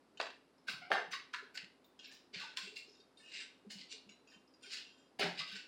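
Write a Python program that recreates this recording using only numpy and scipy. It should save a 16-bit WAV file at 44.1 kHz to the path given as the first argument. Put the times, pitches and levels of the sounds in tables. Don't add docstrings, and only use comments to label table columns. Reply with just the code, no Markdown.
import sys
import numpy as np
from scipy import signal
from scipy.fft import rfft, irfft, next_fast_len
from scipy.io import wavfile
from scipy.ndimage import map_coordinates

SR = 44100
rng = np.random.default_rng(int(sys.argv[2]) if len(sys.argv) > 2 else 0)


def bounce(signal):
    frames = np.transpose(np.atleast_2d(signal))
    limited = np.clip(frames, -1, 1)
    pcm = np.round(limited * 32767).astype(np.int16)
    wavfile.write(sys.argv[1], SR, pcm)


N = 250288
LENGTH = 3 * 2 ** 13
T, HZ = np.arange(LENGTH) / SR, np.fft.rfftfreq(LENGTH, 1 / SR)


def amp(db):
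    return 10 ** (np.asarray(db) / 20)


def unit(x):
    return x / np.sqrt(np.mean(x ** 2) + 1e-20)


def along(points, hz):
    frequencies, values = np.transpose(points)
    return np.interp(np.log(hz + 1), np.log(frequencies), values)


def add(track, s, x):
    start = max(round(s * SR), 0)
    track[start:start + len(x)] += x[:N - start]


def wander(knots, count=LENGTH):
    return map_coordinates(rng.standard_normal(int(knots) + 4), [np.arange(count) * knots / count])


def resonant(modes, base_db):
    peaks = sum(amp(db) ** 2 / (1 + (2 * (HZ - hz) / width) ** 2) for hz, width, db in modes)
    return np.sqrt(amp(base_db) ** 2 + peaks)


def struck(gain):
    cepstrum = irfft(np.log(np.maximum(gain, 1e-6)))
    cepstrum[1:LENGTH // 2] *= 2
    cepstrum[LENGTH // 2 + 1:] = 0
    response = irfft(np.exp(rfft(cepstrum)))
    return response / np.linalg.norm(response)


def slips(per_s, spread_db):
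    releases = (rng.random(LENGTH) < per_s / SR) * rng.standard_normal(LENGTH)
    return releases * amp(spread_db * rng.standard_normal(LENGTH))


def push(rise_s, fall_s):
    lead = min(2 * rise_s, .15)
    swell = np.exp(-2 * ((T - lead) / rise_s) ** 2)
    return np.where(T < lead, swell, amp(-20 * (T - lead) / fall_s)), lead


# frequency_hz, t60_s
ROOM_DECAY = [(150, 0.38), (500, 0.31), (1400, 0.35), (3700, 0.39), (10000, 0.24)]
def kitchen(x, wet_db):
    hz, t, noise = signal.stft(rng.standard_normal(LENGTH), SR, nperseg=256)
    decay = amp(-60 * t / along(ROOM_DECAY, hz)[:, None])
    tail = signal.istft(noise * decay, SR, nperseg=256)[1][:LENGTH]
    uneven_db = 3 * np.exp(-T / 0.036) * wander(400)
    tail *= (1 - np.exp(-T / 0.002)) * amp(uneven_db)
    echoes = signal.fftconvolve(x, tail / np.linalg.norm(tail))[:LENGTH]
    fade = np.clip((T[-1] - T) / .1, 0, 1) ** 2
    return fade * (x + amp(wet_db) * echoes)


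# frequency_hz, density_db
FAN_AIR = [(15, -36), (30, -79), (60, -28), (90, -15), (150, -7.5), (280, 0.5), (430, -2.5), (700, -8),
           (1100, -10), (2000, -17.5), (3300, -21.5), (4900, -21.5), (6200, -29.5), (8000, -29.5),
           (11500, -32), (13000, -46), (16000, -58)]
# pitch_hz, level_db
FAN_HUM = [(60, -91), (264, -76.5), (404, -82)]
def fan():
    t = np.arange(N) / SR
    colour = amp(along(FAN_AIR, np.fft.rfftfreq(N, 1 / SR)))
    air = unit(irfft(rfft(rng.standard_normal(N)) * colour, N))
    hum = sum(amp(db) * np.sin(2 * np.pi * hz * t + 0.41 * wander(45, N)) for hz, db in FAN_HUM)
    return amp(-70.5) * air + hum


# pitch_hz, width_hz, level_db
TINE_MODES = [(1530, 78, 1), (1810, 110, -11), (2553, 117, -0.5), (2795, 150, -1.5), (3166, 95, -3.5),
              (3700, 92, 1.5), (4063, 55, 1.5), (4270, 76, -4.5), (4780, 170, 1.5), (5150, 220, -0.5),
              (5570, 100, -1.5), (5900, 100, -1), (6580, 280, -8.5), (6970, 160, -0.5), (7530, 170, -7),
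              (8940, 77, -13)]
def tines_gain(focus_hz, focus_db=15, focus_octaves=0.23):
    gain = np.zeros(len(HZ))
    for hz, width, db in TINE_MODES:
        hz *= 1 + .03 * rng.uniform(-1.03, 1)
        lift_db = focus_db * np.exp(-(np.log2(hz / focus_hz) / focus_octaves) ** 2)
        gain += amp(db + lift_db + 2 * rng.standard_normal()) / (1 + (2 * (HZ - hz) / width) ** 2) ** 1.26
    return gain


# start_s, level_db, pitch_hz
SPATULA_TICKS = [(0.1733, -37, 3050), (0.581, -59, 5150), (1.8432, -54, 3930), (1.991, -43, 3180),
                 (2.951, -52, 3650), (3.001, -51, 3700), (3.172, -47.5, 3700), (4.091, -44.5, 2920),
                 (4.093, -49, 6930), (4.118, -53.5, 4000), (4.274, -49, 2590), (4.284, -57, 4700),
                 (4.476, -56, 5260), (4.538, -50, 4950), (4.985, -59, 7400), (5.076, -67, 4950)]
def ticks(click_t60_s=0.021, note_t60_s=.085):
    track = np.zeros(N)
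    for s, db, hz in SPATULA_TICKS:
        touch = rng.standard_normal(LENGTH) * amp(-60 * T / click_t60_s)
        click = signal.fftconvolve(touch, struck(tines_gain(hz)))[:LENGTH]
        note = np.sin(2 * np.pi * hz * T) * amp(-9 - 60 * T / note_t60_s)
        add(track, s, kitchen(amp(db - 8.5) * (click + note), wet_db=-2.5))
    return track


# pitch_hz, width_hz, level_db
BLADE_MODES = [(1510, 62, 9), (1880, 46, 2), (2130, 85, 1), (2350, 350, 0.5), (2830, 260, 4.5),
               (3070, 84, -21), (3760, 320, 1.5), (4050, 230, 5), (4900, 540, 0), (4520, 220, 8),
               (5160, 360, 5), (5850, 320, 2), (6680, 300, 1.5), (7080, 250, 2.5), (7520, 85, 8),
               (8140, 810, 1)]
def blade_gain(base_db, scatter_db, ripple_db):
    modes = [(hz, width, db + scatter_db * rng.standard_normal()) for hz, width, db in BLADE_MODES]
    return resonant(modes, base_db) * amp(ripple_db * np.minimum(wander(130, len(HZ)), .8))


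# pitch_hz, width_hz, level_db
PLATE_MODES = [(179, 20, -20), (387, 69, -4), (476, 12, -8), (630, 3.7, -35), (645, 4.7, -9), (734, 6.4, 6),
               (760, 25, 8.5), (976, 13, 10.5), (1275, 9.7, 11), (1215, 76, -6), (1593, 45, -14),
               (1690, 27, 6), (1690, 29, 8), (2000, 240, 7), (2200, 7.2, -12), (2660, 44, 13.5)]
def plate_gain(base_db):
    return resonant(PLATE_MODES, base_db)


def rattle(count=5, gap_s=.012, bounce_db=-14, skid_t60_s=.008):
    bounces = np.zeros(LENGTH)
    times = np.cumsum(gap_s * (.5 + rng.random(count)))
    bounces[(times * SR).astype(int)] = amp(bounce_db)
    skid = rng.standard_normal(LENGTH) * amp(-60 * T / skid_t60_s)
    return (T == 0) + signal.fftconvolve(bounces, skid / np.linalg.norm(skid))[:LENGTH]


# frequency_hz, density_db
KNOCK_COLOUR = [(60, -23), (200, -18), (300, -11.5), (420, 2.5), (800, 3.5), (1600, 1.5), (2000, -1.5),
                (3000, -7), (4300, -14.5), (5400, -22.5), (6500, -31), (9000, -37.5), (12000, -60),
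                (15000, -53)]
# start_s, level_db, weight_db, snap_db, room_db, skid_share, spot_hz
PLATE_KNOCKS = [(0.2005, -5.5, 5, 13, -10, 0.48, 800), (0.204, -11.5, 2, 8.5, -4, 0.57, 1130),
                (0.2115, -11.5, 8, 24.5, -2.5, 0.8, 500), (0.227, -15, 15, 19, -11.5, 0.63, 624),
                (0.267, -20.5, 0.5, 6, -17, .6, 790), (0.3030, -22, -20, 13, -25, .7, 1670),
                (0.684, -16, -15.5, 10.5, 2.5, 0.96, 1720), (0.689, -26, 40, 3, -6, 0.99, 553),
                (0.9037, -10, 24, 20.5, 9, 0.47, 600), (0.917, -0.5, -6.5, -1, -3.5, .05, 1530),
                (0.919, -9.5, 23, 22, 2.5, 0.3, 540), (0.9270, -15, 9.5, 25, 6.5, .7, 600),
                (0.992, -14, 18, 7, -1, .8, 640), (1.124, -19.5, -23, 23, 1.5, 0.8, 5900),
                (1.1317, -14, -25, 0, -4, 0.3, 1180), (1.137, -17, -11, 15, -2.5, 1, 2740),
                (1.3384, -13.5, -38, -10, -2.5, 0, 1390), (1.3441, -12, -26, 6, -2.5, 0.5, 1170),
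                (1.574, -13, -21, 22.5, -7.5, 0.9, 4400), (2.5712, -12, -14, 33, -0.5, 0.86, 1540),
                (3.9255, -18.5, -22, 35, -5, 0.2, 4400), (5.2090, -11.5, 22, 6, 2, .6, 610),
                (5.226, -10.5, -4, 5, -2.5, 1, 2000), (5.258, -16.5, 11, 6, -0.5, 0.7, 850),
                (5.404, -19, -15, 13, 0, 0.5, 725)]
def knocks(bite_rise_s=0.00092, bite_t60_s=0.027):
    track = np.zeros(N)
    radiation = HZ ** 2 / np.hypot(HZ ** 2, 258 ** 2)
    body = amp(along(KNOCK_COLOUR, HZ)) * plate_gain(base_db=8) * radiation
    soft = 1 / (1 + 1j * HZ / 3200) ** 2
    for s, db, weight_db, snap_db, room_db, skid, spot_hz in PLATE_KNOCKS:
        contact = amp(along([(750, weight_db), (1500, 0.018), (5000, snap_db)], HZ))
        wood = blade_gain(base_db=8, scatter_db=2, ripple_db=2)
        spot = resonant([(spot_hz, spot_hz / 2.6, 6.5)], base_db=3)
        onset = 1 - np.exp(-T / (bite_rise_s * np.clip(skid, .01, 1)))
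        bite = rng.standard_normal(LENGTH) * onset * amp(-60 * T / bite_t60_s)
        pulse = np.sqrt(1 - np.clip(skid, 0, 1)) * soft
        force = pulse + np.sqrt(np.abs(1 - np.abs(pulse) ** 2)) * rfft(bite / np.linalg.norm(bite))
        blow = irfft(force * rfft(rattle()) * rfft(struck(body * contact * wood * spot)))
        add(track, s, kitchen(amp(db - 3.5) * blow, wet_db=room_db))
    return track


def breakaway(rise_s, lead_s, slide_share=0.6):
    sliding = np.maximum(T - lead_s, 0) / (3 * rise_s)
    return slide_share + (1 - slide_share) * np.exp(-sliding ** 2)


def squelch(pitch_hz=2905, spread_octaves=.55, swell_s=0.005):
    when, pitch, size = rng.random(size=(3, 40, 1))
    t = T[:LENGTH // 12]
    hz = pitch_hz * 2 ** (spread_octaves * np.sqrt(12) * (pitch - .5))
    notes = (.5 + size) * t * np.exp(-t / swell_s) * np.sin(2 * np.pi * hz * t)
    places = (when * LENGTH).astype(int) + np.arange(len(t))
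    return unit(np.bincount(places.ravel(), notes.ravel(), LENGTH)[:LENGTH])


BAND_EDGES_HZ = [1150, 2300, 5600, 9300]
# frequency_hz, density_db
SCRAPE_COLOUR = [(110, -34), (180, 5.5), (400, 4.5), (650, 5.5), (1000, -4.5), (1250, -10.5), (1550, -1.5),
                 (2700, -1.5), (4700, -6.5), (6000, -13.5), (8000, -16.5), (10000, -21.5), (12000, -39.5),
                 (15000, -30)]
# peak_s, level_db, plate_db, blade_db, edge_db, oil_db, rise_s, fall_s
SCRAPE_STROKES = [(0.204, -51, -16, 8, -6, -26, 0.0078, 0.03),
                  (0.685, -39, -16, -6.5, -12.5, -15, 0.012, 0.11),
                  (0.919, -55, -20, -9, -3, 0, 0.006, 0.033), (1.119, -46, -37, -0.5, -8, -11, 0.01, 0.038),
                  (1.138, -42, -17, 0.5, -13, -18, 0.011, 0.03),
                  (1.338, -46, -38, -5, -8.5, -18, 0.0071, 0.088),
                  (1.556, -51.5, -16, 1, 0, -19, 0.013, 0.041),
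                  (1.578, -46, -12.5, 4, -23, -24, 0.0099, 0.01),
                  (2.049, -52, -32, -18, -30, -31, 0.033, 0.092),
                  (2.13, -58, -10.5, -29, -5.5, -14, 0.026, 0.089),
                  (2.344, -42.5, -19, -7.5, -17.5, -40, 0.012, 0.13),
                  (2.424, -45, -18, -2.5, -13, -27.5, 0.061, 0.12),
                  (2.576, -41, -25, -1, -10, -16, 0.011, 0.039),
                  (2.64, -49.5, -36, -31, -10, -20.5, 0.025, 0.2),
                  (2.768, -46, -33, -21, -8.5, -15.5, 0.013, 0.099),
                  (3.2, -67.5, -11, -18, -1.5, -14, 0.022, 0.52),
                  (3.375, -43.5, -34, -15.5, -13, -50, 0.083, 0.088),
                  (3.41, -49.5, -24, -4, -6.5, -36, 0.019, 0.08),
                  (3.711, -42, -27, -18, -9, -18.5, 0.013, 0.099),
                  (3.792, -49.5, -26, -38, -15, -30, .02, 0.11),
                  (3.927, -46, -48, -28, -8, -44, 0.034, 0.041),
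                  (4.1, -63, -20, -5, -12, -22, 0.013, 0.059), (4.319, -67, -20, -5, -9, -12, .03, 0.067),
                  (4.649, -58, -29, -15, -11, -19, 0.038, 0.18),
                  (4.736, -39.5, -42, -13, -10.5, -23.5, 0.041, 0.1),
                  (5.197, -36, -3.5, -9, -14, -14.5, 0.0065, 0.067),
                  (5.211, -31, -31, -6, -31, -35, 0.0081, 0.059),
                  (5.231, -37.5, 2, 2, -12, -20, 0.015, 0.12),
                  (5.401, -35.5, -30, -13.5, -20.5, -29, 0.037, 0.046),
                  (5.5, -44.5, -37, -17.5, -19, -23, 0.042, 0.16),
                  (5.562, -46.5, -30, -0.5, -8.5, -30, 0.015, 0.085)]
def scrapes(firm_db=-47.5):
    track = np.zeros(N)
    below = [1 / (1 + (HZ / hz) ** 9) for hz in BAND_EDGES_HZ]
    bands = np.diff([0 * HZ, *below, 1 + 0 * HZ], axis=0)
    colour = amp(along(SCRAPE_COLOUR, HZ))
    plate = colour * plate_gain(base_db=0)
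    for s, db, plate_db, blade_db, edge_db, oil_db, rise, fall in SCRAPE_STROKES:
        pressure_db = db - firm_db
        slips_per_s = np.clip(9000 * amp(1.6 * pressure_db), 2000, 30000)
        friction = rfft(slips(slips_per_s, spread_db=3.6))
        blade = colour * blade_gain(base_db=-6 + .7 * pressure_db, scatter_db=2.5, ripple_db=3.5)
        parts = zip(bands, [plate, blade, blade, blade], [plate_db, blade_db, 0, edge_db])
        rasp = sum(amp(level) * unit(irfft(friction * band * body)) for band, body, level in parts)
        oil = amp(oil_db) * unit(irfft(rfft(slips(per_s=1500, spread_db=2)) * bands[-1] * colour))
        catch_db = 1.5 * wander(55)
        grit_db = 1.5 * wander(260)
        blips = amp(-6 - 0.4 * pressure_db) * squelch()
        force, lead = push(rise, fall)
        force *= breakaway(rise, lead) * amp(catch_db + grit_db)
        add(track, s - lead, kitchen(amp(db - 6.5) * force * (rasp + oil + blips), wet_db=-3.5))
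    return track


def nudges(from_s=3, every_s=0.49, level_db=-52.5, pitch_hz=419):
    chance = 2 * rng.random(size=(6, 3)) - 1
    return [(from_s + every_s * (k + when / 2), level_db + 3 * force, pitch_hz * (1 + .05 * spot), .08)
            for k, (when, force, spot) in enumerate(chance)]


# start_s, level_db, pitch_hz, t60_s
GRIDDLE_THUMPS = [(0.685, -49, 187, 0.083), (0.737, -43, 175.5, 0.083), (0.922, -43, 198, 0.11),
                  (1.08, -48.5, 174, 0.066), (1.425, -41.5, 420, 0.066), (1.629, -51, 190, 0.09),
                  (2.334, -50, 410, 0.1), (2.36, -45, 180, 0.13), (2.629, -51, 195, 0.1),
                  (2.672, -45.5, 402, 0.12), (2.724, -45.5, 433, 0.089), (2.879, -46.5, 410, 0.073),
                  (3.645, -50, 402, 0.2), (3.664, -44.5, 204.3, 0.18), (3.754, -44, 191, 0.1),
                  (4.064, -50.5, 204, 0.17), (4.36, -50, 213, 0.077), (5.203, -29, 403, 0.095),
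                  (5.223, -25, 404, 0.039), (5.239, -37.5, 175.4, 0.21), (5.396, -45, 180, 0.091),
                  (5.525, -48, 196.5, 0.14)]
def thumps():
    track = np.zeros(N)
    for s, db, hz, t60 in GRIDDLE_THUMPS + nudges():
        swell = (1 - np.exp(-T / 0.0028)) ** 2 * amp(-60 * T / t60)
        note = np.sin(2 * np.pi * hz * T + .35 * wander(60))
        add(track, s, kitchen(amp(db - 4.5) * swell * note, wet_db=-4.5))
    return track


# peak_s, level_db, pitch_hz, fall_s
BLADE_NOTES = [(0.686, -44, 1580, .025), (1.124, -54.5, 6056, 0.017), (1.142, -48.5, 3850, 0.018),
               (1.137, -48.5, 1127, 0.054), (1.345, -48.5, 1023, 0.045), (1.584, -62, 1540, 0.048),
               (2.41, -51.5, 1530, 0.054), (2.43, -61, 1870, 0.048), (2.42, -56, 1170, .05),
               (2.439, -55.5, 920, 0.051), (2.585, -55, 1020, 0.027), (2.596, -53.5, 1500, 0.04),
               (2.681, -53.5, 2720, 0.033), (2.772, -50, 2737, 0.053), (2.812, -54, 2450, 0.023),
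               (3.208, -65, 1810, 0.07), (3.344, -55.5, 2800, .07), (3.37, -53, 2065, 0.082),
               (3.405, -61, 1770, 0.05), (3.715, -62, 2120, .09), (4.649, -60, 1500, 0.072),
               (4.73, -58, 1750, 0.065), (4.79, -55, 2880, 0.045), (4.861, -58, 2700, 0.039),
               (5.416, -47, 1192, 0.047), (5.6, -58, 2660, 0.091)]
def sings(rise_s=.014, half_width_hz=72):
    track = np.zeros(N)
    for s, db, hz, fall in BLADE_NOTES:
        force, lead = push(rise_s, fall)
        note = unit(irfft(rfft(rng.standard_normal(LENGTH)) / (1 + ((HZ - hz) / half_width_hz) ** 4)))
        add(track, s - lead, kitchen(amp(db - 1.5) * force * note, wet_db=-4))
    return track


# peak_s, level_db, pitch_hz, rise_s, fall_s
EDGE_SQUEAK = (0.823, -52, 730, .009, .13)
# multiple, level_db
SQUEAK_HARMONICS = [(1, 0), (2, -1), (3, -1), (4, -8), (6, -13), (7, -14)]
def squeak():
    track = np.zeros(N)
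    s, db, hz, rise, fall = EDGE_SQUEAK
    phase = 2 * np.pi * np.cumsum(hz * amp(.35 * wander(200))) / SR
    tone = unit(sum(amp(level) * np.sin(k * phase) for k, level in SQUEAK_HARMONICS))
    force, lead = push(rise, fall)
    add(track, s - lead, kitchen(amp(db) * force * tone, wet_db=-4))
    return track


# peak_s, level_db, pitch_hz, fall_s
OIL_SPITS = [(1.545, -77, 13800, 0.057), (1.85, -77, 14800, 0.08), (2.075, -76, 13500, 0.051),
             (2.138, -77, 15400, 0.085), (3.18, -70.5, 8630, 0.11), (4.63, -70.5, 8700, 0.14),
             (4.73, -66, 9100, 0.064)]
def spits(rise_s=.008, relative_width=0.066):
    track = np.zeros(N)
    for s, db, hz, fall in OIL_SPITS:
        swell, lead = push(rise_s, fall)
        bursts = slips(per_s=1500, spread_db=1)
        fizz = unit(irfft(rfft(bursts) / (1 + ((HZ / hz - 1) / relative_width) ** 4)))
        add(track, s - lead, kitchen(amp(db) * swell * fizz, wet_db=-13.5))
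    return track


# peak_s, level_db, focus_hz, rise_s, fall_s
TINE_GRAZES = [(1.998, -53.5, 2980, 0.0093, 0.057), (2.047, -56, 3370, 0.029, 0.099),
               (2.136, -64.5, 5200, 0.0097, 0.14), (2.89, -60.5, 5150, 0.025, 0.14),
               (3.177, -63, 4100, .006, 0.077), (3.253, -60.5, 2670, 0.035, 0.34),
               (4.098, -67, 2660, .007, 0.055), (4.281, -62.5, 2730, 0.0055, 0.05),
               (4.327, -61, 3150, 0.021, 0.08), (4.63, -55, 3140, 0.008, 0.47)]
def grazes():
    track = np.zeros(N)
    for s, db, hz, rise, fall in TINE_GRAZES:
        force, lead = push(rise, fall)
        chatter = force * unit(slips(per_s=1300, spread_db=2.5))
        ring = signal.fftconvolve(chatter, struck(tines_gain(hz)))[:LENGTH]
        add(track, s - lead, kitchen(amp(db - 4.5) * ring, wet_db=-4.5))
    return track


def scene():
    mix = fan() + ticks() + knocks() + scrapes() + thumps() + sings() + squeak() + spits() + grazes()
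    return mix[None]


def record(dry):
    top_hz = 15950
    size = next_fast_len(N + SR // 2)
    return irfft(rfft(dry, size) * (np.fft.rfftfreq(size, 1 / SR) < top_hz), size)[:, :N]


dry = scene()
out = record(dry)
bounce(out)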